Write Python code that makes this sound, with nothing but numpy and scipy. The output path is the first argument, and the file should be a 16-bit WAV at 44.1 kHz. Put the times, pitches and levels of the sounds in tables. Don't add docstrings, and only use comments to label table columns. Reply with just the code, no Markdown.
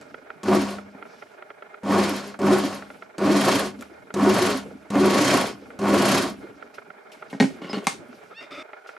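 import sys
import numpy as np
from scipy import signal
from scipy.fft import rfft, irfft, next_fast_len
from scipy.io import wavfile
from scipy.ndimage import uniform_filter1d

SR = 44100
rng = np.random.default_rng(int(sys.argv[2]) if len(sys.argv) > 2 else 0)


def inscribe(sig):
    pcm = np.round(np.clip(np.atleast_2d(sig).T, -1, 1) * 32767)
    wavfile.write(sys.argv[1], SR, pcm.astype(np.int16))


def boost(x):
    u = np.asarray(x, float) / 20
    return 10 ** u


N = 396002
TIME = np.arange(N) / SR
SCENE_CHANGE_S = 8.629

# (start [s], held [s], aimed speed [turns/s], braking [turns/s2], angle to first needle pass [turns])
PRESSES = [
    (.4323, .12, 41.0, 60.0, .005),
    (1.8327, .174, 38.33, 56.16, .536),
    (2.3903, .139, 42.85, 56.89, .446),
    (3.1816, .333, 40.21, 154.9, .311),
    (4.1405, .288, 39.03, 134.6, .584),
    (4.9025, .417, 40.88, 155.7, .68),
    (5.7902, .337, 44.8, 179.2, .728),
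]
# (time [s], level [dB])
SWITCH_CLICKS = [
    (.012, -37.5),
    (0.4323, -27.5),
    (1.8327, -50),
    (2.3903, -30.5),
    (3.1816, -25.5),
    (3.809, -33),
    (4.1405, -22),
    (4.9025, -26.5),
    (5.7902, -29),
]
# (time [s], level [dB])
THREAD_SNAPS = [
    (3.811, -41),
    (3.825, -39),
]
# (frequency [Hz], width [Hz], level [dB])
TABLE_MODES = [(75, 8.6, -43), (129, 31, -6), (195.4, 27.6, 3.5), (283, 35.5, 5), (371, 58, 3),
               (473, 26, -9)]
# (frequency [Hz], width [Hz], level [dB])
FRAME_MODES = [(384, 88, -3), (565.5, 35.4, 1.5), (637.4, 42.4, 0.5), (757, 123, -4), (940, 40, -2),
               (1106, 84, -2.5), (1331, 61, -10), (1459, 33, -7), (1800, 145, -14), (2210, 480, -19)]
# (frequency [Hz], width [Hz], level [dB])
LINK_MODES = [(2650, 430, -1), (3222, 59, 6), (4304, 55, 4.5), (5320, 52, 4), (6100, 290, -11),
              (7340, 200, -7)]
# (frequency [Hz], width [Hz], level [dB])
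NEEDLE_MODES = [(9600, 1300, -17), (13000, 1500, -16), (10300, 500, 5), (11630, 460, 7), (10930, 400, 8),
                (12000, 120, -6)]
# (frequency [Hz], density [dB per Hz])
LOOPER_HISS = [(880, -44), (1500, 1.5), (2780, -4.5), (3210, -10), (3480, -5.5), (4310, -4.5), (5400, -8),
               (8210, -12.5), (11200, -14), (12100, -31), (15500, -47)]
# (multiple of shaft speed [-], level [dB])
IMBALANCE = [(2, -51), (3, -61), (4, -34), (5, -37), (6, -59), (8, -46)]
# (multiple of whine [-], swell [dB])
MODE_CROSSINGS = [(2.0, 8), (1.0, 8.5), (.68, 5.5)]
# (time [s], level [dB], pitch of the answering board [Hz])
CRANK_THUMPS = [(0.481, -10.5, 371), (0.556, -15, 361), (0.699, -32, 372), (1.891, -15, 289),
                (1.973, -8.5, 369), (2.123, -28, 357), (2.263, -35.5, 408), (2.401, -18.5, 386),
                (2.436, -13, 376), (2.52, -9.5, 371), (2.622, -25, 295), (2.662, -29.5, 346),
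                (2.703, -35, 275), (3.182, -28, 312), (3.213, -15, 371), (3.247, -11.5, 292),
                (3.321, -16, 306), (3.357, -12, 288), (3.464, -14.5, 363.6), (3.535, -17.5, 282),
                (3.649, -26, 371), (4.16, -16, 367), (4.221, -14, 296.5), (4.262, -12, 375),
                (4.414, -11.5, 367.4), (4.484, -21.5, 409), (4.541, -23, 263), (4.953, -13.5, 285),
                (5.004, -11, 377), (5.043, -9.5, 367.5), (5.117, -19, 362), (5.201, -15.5, 301.5),
                (5.279, -17.5, 359), (5.345, -19.5, 266), (5.802, -27, 393), (5.822, -16.5, 377),
                (5.874, -20, 362), (5.917, -14, 300), (5.958, -13, 351), (6.03, -16, 352),
                (6.12, -17.5, 262), (6.22, -21, 352)]
# (time [s], level [dB])
LINKAGE_JOLTS = [(0.483, -10.5), (0.513, -18), (0.533, -13), (0.687, -17), (0.717, -32), (1.841, -35),
                 (1.862, -35), (1.88, -24), (1.899, -15), (1.946, -12), (1.98, -13), (2.098, -25),
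                 (2.415, -17), (2.477, -15), (2.637, -14), (2.726, -18), (3.221, -23), (3.262, -18),
                 (3.524, -9), (4.171, -20), (4.296, -7), (4.364, -8), (4.935, -20), (4.953, -13),
                 (5.029, -15), (5.043, -13), (5.09, -21), (5.815, -19), (5.839, -24), (5.958, -10)]
# (time [s], level [dB], table share [dB], brightness [Hz])
HAND_KNOCKS = [(0.947, -43.5, -1, 1240), (7.328, -30, -4, 1900), (7.335, -33, -3, 1700),
               (7.345, -33, 2, 1400), (7.4002, -16, -2, 5000), (7.405, -17, -2, 4500),
               (7.4093, -17.5, 5.5, 3000), (7.424, -21, 1, 2510), (7.44, -21.5, 3.5, 2500),
               (7.617, -40.5, 4, 4000), (7.644, -35, 2, 2500), (7.6954, -35, -3, 3200),
               (7.7305, -32, 2, 6500), (7.740, -31.5, 3.5, 2500), (7.77, -35, 5.5, 3300),
               (7.78, -35.5, 3, 4500), (7.8693, -13, -14, 8900), (7.8744, -20, -20, 2500),
               (7.882, -24.5, -15, 3000)]
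# (frequency [Hz], level [dB], T60 [s])
LEVER_DOWN_MODES = [(550, -3, .06), (820, 3.5, 0.051), (1025, 0, 0.12), (1530, -3.5, 0.052),
                    (1880, -3, 0.072), (2170, 2.5, 0.067), (3000, -24, 0.087), (3780, -6, 0.087),
                    (4371, -2.5, 0.11), (4829, -12, .12), (5066, -11, 0.14)]
# (frequency [Hz], level [dB], T60 [s])
LEVER_UP_MODES = [(800, -0.5, 0.047), (1120, 4, 0.048), (2120, -2, 0.065), (2350, -1.5, 0.037),
                  (2620, -11, .07), (4355, -6, .1), (4800, -6, 0.082), (6072, -4.5, 0.032), (6627, -14, .1),
                  (7600, -8, .12), (9800, -14, 0.093), (10580, -8, .06), (11300, -2, .08),
                  (12020, -18, .07)]
# (frequency [Hz], width [Hz], level [dB])
THUD_MODES = [(136, 40, -11), (190, 40, 1.5), (272, 22, 4.5), (402, 34, -6.5), (600, 190, -18)]
# (start [s], end [s], first level [dB], last level [dB])
DRAG_STROKES = [
    (7.618, 7.728, -35, -35),
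    (7.731, 7.795, -28, -34.5),
    (7.795, 7.855, -39, -36.5),
]
# (start [s], end [s], pitch [Hz], level [dB])
PIVOT_SQUEALS = [
    (7.689, 7.725, 5040, -34.5),
    (7.738, 7.772, 4400, -40.5),
    (8.31, 8.342, 1283, -43),
]
# (time [s], pitch [Hz], level [dB])
CHAIR_GLIDE = [
    (8.342, 800, -58),
    (8.36, 880, -53),
    (8.38, 916, -45),
    (8.408, 909, -45.5),
    (8.416, 924, -57),
    (8.5, 920, -75),
]
# (multiple of pitch [-], level [dB])
CHAIR_HARMONICS = [(1, -16), (2, -1), (3, 4.5), (4, -0.5), (5, -10), (6, -13), (7, -28), (8, -32), (9, -29)]
# (start [s], end [s], first level [dB], last level [dB])
CHAIR_SCRAPES = [
    (8.31, 8.345, -57, -59),
    (8.405, 8.425, -44, -43),
    (8.425, 8.5, -38.5, -64),
    (8.508, 8.628, -38, -39.5),
]
# (frequency [Hz], width [Hz], level [dB])
CHAIR_MODES = [(297, 64, 1), (604, 40, 4), (1283, 86, 3.5), (2070, 130, -1.5), (2460, 160, -1.5),
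               (3600, 94, -1.5), (5000, 670, -15), (8330, 220, -21), (10500, 2800, -29)]
# (time [s], level [dB])
LENS_TICKS = [(0.1424, -36.5), (0.3018, -36.5), (0.7834, -36), (1.024, -38), (1.0517, -48), (1.2222, -39),
              (1.4223, -40), (1.502, -39), (1.6218, -38), (1.7422, -41.5), (2.341, -39.5), (2.822, -38),
              (2.9014, -40.5), (3.0219, -36.5), (3.822, -38.5), (4.1037, -38), (5.7025, -42),
              (6.6241, -38.5), (6.782, -37), (6.9024, -40.5), (7.223, -37), (8.127, -47), (8.3117, -55),
              (8.7311, -38), (8.7909, -71), (8.86, -45), (8.8897, -38), (8.9644, -42.5)]
# (frequency [Hz], width [Hz], level [dB])
LENS_STEP_MODES = [(436, 54, -14), (650, 46, 1), (1382, 210, 1.5), (1950, 380, 0.6), (3250, 230, -3.5)]
# (frequency [Hz], width [Hz], level [dB])
HOUSING_MODES = [(405, 36, 6), (469, 31, 3.5), (608, 44, 6.5), (818, 131, 0), (1438, 292, 0.5),
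                 (1515, 34, -2), (2108, 29, -3), (2470, 140, -10.5), (3320, 84, -56)]
# (time [s], level [dB])
FINGER_BRUSHES = [
    (3.7883, -49),
    (3.821, -49),
    (6.5444, -78),
    (6.7406, -43),
    (7.1167, -40),
    (7.2988, -43.5),
    (7.8394, -39.5),
    (8.8695, -44.5),
]
# (middle [s], length [s], bench level [dB], leather level [dB])
WORK_SHIFTS = [
    (1.2, 0.39, -64, -62.5),
    (2.926, 0.27, -60, -63),
    (5.715, 0.21, -75, -86),
    (7.252, 0.29, -55, -65.5),
    (7.505, 0.25, -37.5, -58),
    (7.955, 0.29, -46, -83),
    (8.208, 0.45, -56, -64),
    (8.895, 0.16, -80, -72),
]
# (frequency [Hz], density [dB per Hz])
LEATHER_SPECTRUM = [(1470, -18), (2500, 7.5), (3500, 1), (6060, 1.5), (7680, -11.5), (9880, -7.5),
                    (15500, -34)]
# (frequency [Hz], density [dB per Hz])
WORKSHOP_SPECTRUM = [(18, -62), (30, -38), (146, -23), (230, -10), (262, -18.5), (302, -13), (329, -17.5),
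                     (400, -10.5), (520, -25.5), (880, -120)]
# (frequency [Hz], width [Hz], level [dB])
SWAY_MODES = [(72.5, 13, -10.5), (273.5, 20, 0)]
# (frequency [Hz], left-right likeness [0-1])
STEREO_LIKENESS = [(60, 0.19), (180, 0.63), (550, 0.91), (1650, 0.65), (4970, 0.74), (15000, 0.48)]

WHINE_PER_STITCH, FULL_SPEED_HZ, MAINS_HUM_HZ = 19.5, 31.6, 201.3
SPIN_UP_S, BRAKE_GRIP_S = .2363, .01726
CURRENT_RISE_S, CURRENT_BEND, BACK_VOLTAGE, FIRST_JOLT = 0.035, 3.27, 0.93, .2
# (level at full speed [dB], power of speed, level at full current [dB], loss after cut [dB/s])
HUM_LAW, RUMBLE_LAW = (-35, 4, -20, 80), (-26, 1.6, -21.5, 200)
TOP_LAW = (-36.5, 0.5, -32, 200)
CLATTER_LAW, HISS_LAW = (-25, 1.31, -21.5, 150), (-26, 1.5, -37, 150)
RING_DOWN_S = 0.015
HUM_DROP_SPEED, HUM_DROP_WIDTH, HUM_DROP_DB = 25, 1.5, -6.5
CROSSING_WIDTH = 0.17
SQUEAK_DB, SQUEAK_SPREAD_DB = -27.5, 1.8
THUMP_RISE_S, THUMP_T60_S, THUMP_DB = .012, .15, -2.8
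JOLT_DB, JOLT_T60_S = -9.5, 0.036
GRIT_DB = 23.5
FOCUS_PER_S, FOCUS_AT_S, FOCUS_SLIP_S, FOCUS_DEPTH_DB = 25, .027, .011, 2.2
SING_DB = -57.5
SHOP_DB, SHOP_AFTER_CHANGE_DB, MURMUR_DB, LEATHER_DB = -63.5, -78, -49.5, -72
# (level at release from full speed [dB], loss [dB/s])
BENCH_SETTLES, WORK_SETTLES = (-32, 51), (-50, 47)
EARLIER_RELEASE_S = -0.32
SWAY_DB, MIC_HISS_DB = -3, -65
ROOM_T60_S, WALL_CUT_HZ = 0.23, 18000


def rms_one(x):
    return x / np.sqrt(np.mean(x ** 2) + 1e-20)


def low_pass(x, hz, order):
    return signal.sosfilt(signal.butter(order, hz, fs=SR, output="sos"), x)


def at_hz(points, hz):
    return np.interp(np.log(hz), np.log(np.array(points)[:, 0]), np.array(points)[:, 1])


def gains(tables):
    rows = np.concatenate(tables)
    inside = sum((TIME >= t[0][0]) & (TIME <= t[-1][0]) for t in tables) > 0
    gate = uniform_filter1d(inside * 1.0, size=90)
    return [gate * boost(np.interp(TIME, rows[:, 0], column)) for column in rows.T[1:]]


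def strokes(rows):
    return gains([[(start, first_db), (end, last_db)] for start, end, first_db, last_db in rows])[0]


def drift(rate):
    r = np.exp(-80 * np.pi * rate / SR)
    slow = signal.lfilter([1], [1, -2 * r, r * r], rng.standard_normal(N // 40 + 2002))[2000:]
    return np.interp(np.arange(N) / 40, np.arange(len(slow)), rms_one(slow))


def strikes(events):
    clicks = np.zeros(N)
    clicks[[round(e[0] * SR) for e in events]] = boost(np.array([e[1] for e in events]))
    return clicks


def puffs(events, t60, rise_s=0.000067):
    r, soft = boost(-60 / (t60 * SR)), np.exp(-1 / (rise_s * SR))
    decay = signal.lfilter([1], [1, -r], strikes(events) + 1e-18)
    return signal.lfilter([1 - soft], [1, -soft], decay)


def grains(per_s, spread_db):
    sizes = boost(spread_db * np.minimum(rng.exponential(1, N), 4)) * rng.choice([-1, 1], N)
    return sizes * (rng.random(N) < per_s / SR)


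def white():
    return rng.standard_normal((2, 2, N))


def resonate(x, modes):
    out = 0
    for k, (hz, width, db) in enumerate(modes):
        r = np.exp(-np.pi * width / SR)
        poles = [1, -2 * r * np.cos(2 * np.pi * hz / SR), r * r]
        ring = signal.lfilter([(1 - r * r) / 2, 0, (r * r - 1) / 2], poles, x + 1e-18)
        out = out + (-1) ** k * boost(db) * ring
    return out


def banded(spectrum, patchy_db, source):
    out, edges = 0, spectrum[0][0] * 2 ** np.arange(0, 9, .5)
    edges = np.append(edges[edges < spectrum[-1][0]], spectrum[-1][0])
    for k, (low, high) in enumerate(zip(edges, edges[1:])):
        band = signal.butter(2, [low, high], "band", fs=SR, output="sos")
        mid, side = signal.sosfilt(band, source[k % 2])
        hz = np.sqrt(low * high)
        alike = np.clip(at_hz(STEREO_LIKENESS, hz), 0, 1)
        gain = boost(at_hz(spectrum, hz) + patchy_db * drift(15.3))
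        out = out + gain * (np.sqrt(1 + alike) * mid + np.sqrt(1 - alike) * side * [[1], [-1]])
    return rms_one(out)


def shaft():
    press = np.maximum(np.searchsorted(np.array(PRESSES)[:, 0], TIME) - 1, 0)
    start, held, aim, braking, first = np.array(PRESSES)[press].T
    driven, coast = np.clip(TIME - start, 0, held), np.maximum(TIME - start - held, 0)
    reached = 1 - np.exp(-driven / SPIN_UP_S)
    braked_s = coast - BRAKE_GRIP_S * (1 - np.exp(-coast / BRAKE_GRIP_S))
    speed = np.maximum(aim * reached - braking * braked_s, 0)
    turns = np.cumsum(speed) / SR
    angle = turns - np.interp(start, TIME, turns) - first
    swell = FIRST_JOLT * (driven > 0) + (1 - np.exp(-driven / CURRENT_RISE_S)) ** CURRENT_BEND
    current = swell * np.maximum(1 - BACK_VOLTAGE * reached, 0)
    return speed, angle, current, coast


def effort(law, speed, current, coast):
    full_db, power, current_db, loss_db = law
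    r = np.exp(-1 / (RING_DOWN_S * SR))
    moving = signal.lfilter([1 - r], [1, -r], (speed / FULL_SPEED_HZ) ** power + 1e-18)
    return np.hypot(boost(full_db) * moving, boost(current_db - loss_db * coast) * current)


def motor(speed, angle, current, coast):
    hum, top, rumble = (effort(law, speed, current, coast) for law in (HUM_LAW, TOP_LAW, RUMBLE_LAW))
    top_hz = TABLE_MODES[4][0]
    off_mode = np.log(WHINE_PER_STITCH * speed / top_hz + 1e-9) / CROSSING_WIDTH
    swell_db = sum(db * np.exp(-(off_mode + np.log(k) / CROSSING_WIDTH) ** 2) for k, db in MODE_CROSSINGS)
    top = top * boost(swell_db - 88.0 * coast)
    hum = hum * boost(HUM_DROP_DB / (1 + np.exp((HUM_DROP_SPEED - speed) / HUM_DROP_WIDTH)))
    turns = np.cumsum(speed * (1 + 0.039 * np.cos(2 * np.pi * angle))) / SR
    buzz_orders = [(.5, -15.0), (1, 3), (1.5, -10.5)]
    buzz = sum(boost(db) * np.sin(2 * np.pi * k * MAINS_HUM_HZ * TIME) for k, db in buzz_orders)
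    whine = np.sin(2 * np.pi * WHINE_PER_STITCH * turns) * boost(4.4 * drift(21))
    shake = sum(boost(db) * np.sin(2 * np.pi * k * turns) for k, db in IMBALANCE)
    shake = shake * (speed / FULL_SPEED_HZ) ** 3.1
    table = rumble * boost(-2) * rms_one(resonate(grains(700, spread_db=1.0), TABLE_MODES[:4]))
    top_tone = np.sin(2 * np.pi * np.cumsum(top_hz + 6.1 * drift(20.4)) / SR)
    table += top * boost(0.5 + 3.4 * drift(22.0)) * top_tone
    table += resonate(boost(-3.0) * hum * whine, TABLE_MODES[3:4] + FRAME_MODES[:3])
    return hum * buzz + shake + table


def linkage(speed, angle, current, coast):
    clatter, hiss = (effort(law, speed, current, coast) for law in (CLATTER_LAW, HISS_LAW))
    pulse_db = 0.5 + 1.35 * drift(19.5) + 0.58 * np.cos(4 * np.pi * (angle - .2))
    frame = clatter * boost(pulse_db) * rms_one(resonate(grains(1500, spread_db=3.0), FRAME_MODES))
    stroke = boost(2.0 * np.cos(2 * np.pi * (angle - .12)))
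    rub = 0.78 * white() + 0.14 * grains(1400, spread_db=7.5)
    links = hiss * stroke * boost(-8.0) * rms_one(resonate(grains(900, spread_db=2.5), LINK_MODES))
    return frame + links, hiss * stroke * banded(LOOPER_HISS, patchy_db=1.0, source=rub)


def thumps():
    out, age = np.zeros(N), TIME[:SR // 5]
    shape = (1 - np.exp(-age / THUMP_RISE_S)) * boost(-60 * age / THUMP_T60_S)
    for s, db, hz in CRANK_THUMPS:
        at = round(s * SR)
        out[at:at + len(age)] += boost(db + THUMP_DB) * shape / shape.max() * np.sin(2 * np.pi * hz * age)
    rattle = puffs(LINKAGE_JOLTS, t60=JOLT_T60_S, rise_s=.0012) * boost(JOLT_DB)
    noise = rng.standard_normal(N)
    frame, links = rms_one(resonate(noise, FRAME_MODES[1:])), rms_one(resonate(noise, LINK_MODES))
    return out + rattle * (frame + boost(-14.0) * links)


def needle(speed, angle):
    passes = np.flatnonzero(np.diff(np.floor(angle)) == 1)
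    passes = passes[speed[passes] > 1]
    bite_db = SQUEAK_DB + 20 * np.log10(speed[passes] / FULL_SPEED_HZ) + SQUEAK_SPREAD_DB * drift(31)[passes]
    bites = puffs(list(zip(TIME[passes], bite_db)), t60=0.062, rise_s=0.00021)
    squeak = bites * boost(-6.5 + 2.0 * drift(170)) * rms_one(resonate(rng.standard_normal((2, N)), NEEDLE_MODES))
    return 0.92 * squeak[0] + 0.45 * squeak[1] * [[1], [-1]]


def machine():
    speed, angle, current, coast = shaft()
    clatter, hiss = linkage(speed, angle, current, coast)
    near = motor(speed, angle, current, coast) + clatter + thumps()
    return near, needle(speed, angle) + hiss


def switch():
    burst = puffs(SWITCH_CLICKS, t60=0.062) * boost(-6.5 + 2.5 * drift(200)) * rng.standard_normal(N)
    click = signal.sosfilt(signal.butter(3, [1000, 8500], "band", fs=SR, output="sos"), burst)
    snap = puffs(THREAD_SNAPS, t60=.008) * rng.standard_normal(N)
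    return click + np.gradient(snap) + boost(13) * resonate(burst, FRAME_MODES)


def knocks():
    out, noise = np.zeros(N), rng.standard_normal((len(HAND_KNOCKS), SR // 2))
    age = TIME[:SR // 2]
    hit = age == 0
    for (s, db, share_db, bright_hz), rattle in zip(HAND_KNOCKS, noise):
        modes = LEVER_UP_MODES if s > 7.8 else LEVER_DOWN_MODES
        blow = low_pass(9.5 * hit + 0.75 * rattle * boost(-60 * age / 0.014), bright_hz, order=4)
        steel = boost(16.5) * resonate(blow, [(hz, 3.5 / t60, mode_db) for hz, mode_db, t60 in modes])
        tail = low_pass(rattle * boost(-60 * age / 0.22), bright_hz, order=1)
        crack = blow + boost(-6.5) * low_pass(tail, 9700, order=4)
        crack = boost(-3.0) * signal.lfilter([1, -1], [1, -.92], crack)
        shove = low_pass(24.7 * hit + 0.64 * rattle * boost(-60 * age / 0.08), 1500, order=2)
        push = boost(share_db + 21) * resonate(shove, THUD_MODES)
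        at = round(s * SR)
        out[at:at + len(age)] += boost(db) * (steel + crack + push)
    return out


def drag():
    pull = strokes(DRAG_STROKES)
    rumble = rms_one(resonate(grains(424, spread_db=0.5), TABLE_MODES[2:] + FRAME_MODES[:3]))
    grit = low_pass(grains(6500, spread_db=4.5), 6500, order=3)
    grit_modes = FRAME_MODES[5:] + [(1156, 85, -5.0), (2840, 300, -13), (4400, 2400, -26.0), (6950, 1800, -31)]
    out = pull * boost(-2.5) * rumble
    out += boost(GRIT_DB) * pull ** 2 * boost(1.5) * rms_one(resonate(grit, grit_modes))
    for start, end, hz, db in PIVOT_SQUEALS:
        swell = np.sin(np.pi * np.clip((TIME - start) / (end - start), 0, 1)) ** 0.7
        squeal = np.sin(2 * np.pi * np.cumsum(hz + 70 * drift(119.7)) / SR)
        out += boost(db + 2.5 * drift(80)) * swell * squeal
    return out


def chair():
    s, hz, db = np.transpose(CHAIR_GLIDE)
    turns = np.cumsum(np.interp(TIME, s, hz) * (1 + 0.0039 * drift(100))) / SR
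    tone = sum(boost(order_db + 3.0 * drift(90)) * np.sin(2 * np.pi * k * turns) for k, order_db in CHAIR_HARMONICS)
    squeak = gains([np.transpose([s, db])])[0] * rms_one(tone) * boost(4.5)
    scrape = low_pass(rms_one(resonate(grains(4000, spread_db=1.5), CHAIR_MODES)), 7800, order=2)
    return squeak + strokes(CHAIR_SCRAPES) * boost(-1.0) * scrape


def lens():
    teeth = np.zeros(67)
    teeth[::33] = .3, .7, 1.0
    steps = signal.lfilter(teeth, [1], strikes(LENS_TICKS))
    ticks = sum(resonate(resonate(steps * boost(1.7 * drift(2.8)), [mode]), [mode]) for mode in LENS_STEP_MODES)
    changed = TIME > SCENE_CHANGE_S
    beat = np.cos(2 * np.pi * FOCUS_PER_S * (TIME - FOCUS_AT_S + FOCUS_SLIP_S * changed))
    murmur = boost(MURMUR_DB) * boost(FOCUS_DEPTH_DB * beat)
    loose = puffs(LENS_TICKS, t60=0.037, rise_s=0.0018) * boost(3.0)
    loose = loose + murmur * boost(-0.26 + 3.1 * np.minimum(drift(25.5), 1.2))
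    restless = loose * rms_one(resonate(rng.standard_normal((2, N)), HOUSING_MODES))
    note = rms_one(resonate(rng.standard_normal(N), [(1430, 48, 0)]))
    sing = changed * boost(SING_DB + 3.0 * drift(20.5) + FOCUS_DEPTH_DB * beat) * note
    wide = 0.77 * restless[0] + 0.57 * restless[1] * [[1], [-1]]
    return low_pass(boost(36.5) * ticks + sing + wide, 3500, order=3)


def quiet():
    before = TIME < SCENE_CHANGE_S
    releases = [(EARLIER_RELEASE_S, FULL_SPEED_HZ)]
    releases += [(s + held, aim * (1 - np.exp(-held / SPIN_UP_S))) for s, held, aim, *_ in PRESSES]
    out = [boost(LEATHER_DB), np.where(before, boost(SHOP_DB), boost(SHOP_AFTER_CHANGE_DB))]
    for k, (db, loss_db) in enumerate([WORK_SETTLES, BENCH_SETTLES]):
        settle = sum((TIME > s) * boost(db - loss_db * abs(TIME - s)) * speed / FULL_SPEED_HZ for s, speed in releases)
        hands = 0
        for middle, length, *levels in WORK_SHIFTS:
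            hands = hands + boost(levels[1 - k]) * np.cos(np.pi * np.clip((TIME - middle) / length, -.5, .5))
        out[k] = out[k] + settle * before + hands
    return *out, settle


def leather(rustle):
    brushes = boost(-6.0) * puffs(FINGER_BRUSHES, t60=0.17, rise_s=0.0019)
    return (rustle + brushes) * banded(LEATHER_SPECTRUM, patchy_db=2.5, source=white())


def workshop(hum, settle):
    air = hum * banded(WORKSHOP_SPECTRUM, patchy_db=5.5, source=white())
    return air + boost(SWAY_DB) * settle * rms_one(resonate(rng.standard_normal(N), SWAY_MODES))


def room(x):
    size = next_fast_len(N + SR // 2)
    turn = np.exp(-2j * np.pi * np.arange(size // 2 + 1) / size)
    dull = np.exp(-2 * np.pi * WALL_CUT_HZ / SR)
    walls = np.zeros((2, len(turn)), complex)
    for k, lag in enumerate((rng.uniform(.006, .03, 12) * SR).astype(int)):
        loop = boost(-60 * lag / SR / ROOM_T60_S) * (1 - dull) / (1 - dull * turn) * turn ** lag
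        walls[k % 2] += (-1) ** (k // 2) * loop / (1 - loop)
    return irfft(walls * rfft(x, size), size)[:, :N]


def scene():
    near, wide = machine()
    near = near + switch() + knocks() + drag() + chair()
    echo = boost(-15.0) * room(near - 0.79 * low_pass(near, 430, order=1))
    front = (near * boost(np.array([[-.1], [.1]])) + echo + wide) * (TIME < SCENE_CHANGE_S)
    rustle, hum, settle = quiet()
    return front + lens() * boost(np.array([[-1.5], [1.5]])) + leather(rustle) + workshop(hum, settle)


def band_limit(x):
    return signal.sosfilt(signal.butter(12, 16490, fs=SR, output="sos"), x)


def record(dry):
    mix = dry + boost(MIC_HISS_DB) * low_pass(rng.standard_normal(dry.shape), 6000, order=1)
    mix = signal.sosfilt(signal.butter(2, 55, "high", fs=SR, output="sos"), mix)
    mix = signal.sosfilt(signal.cheby2(10, 50, 16100, fs=SR, output="sos"), mix)
    return band_limit(mix)


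dry = scene()
out = record(dry)
inscribe(out)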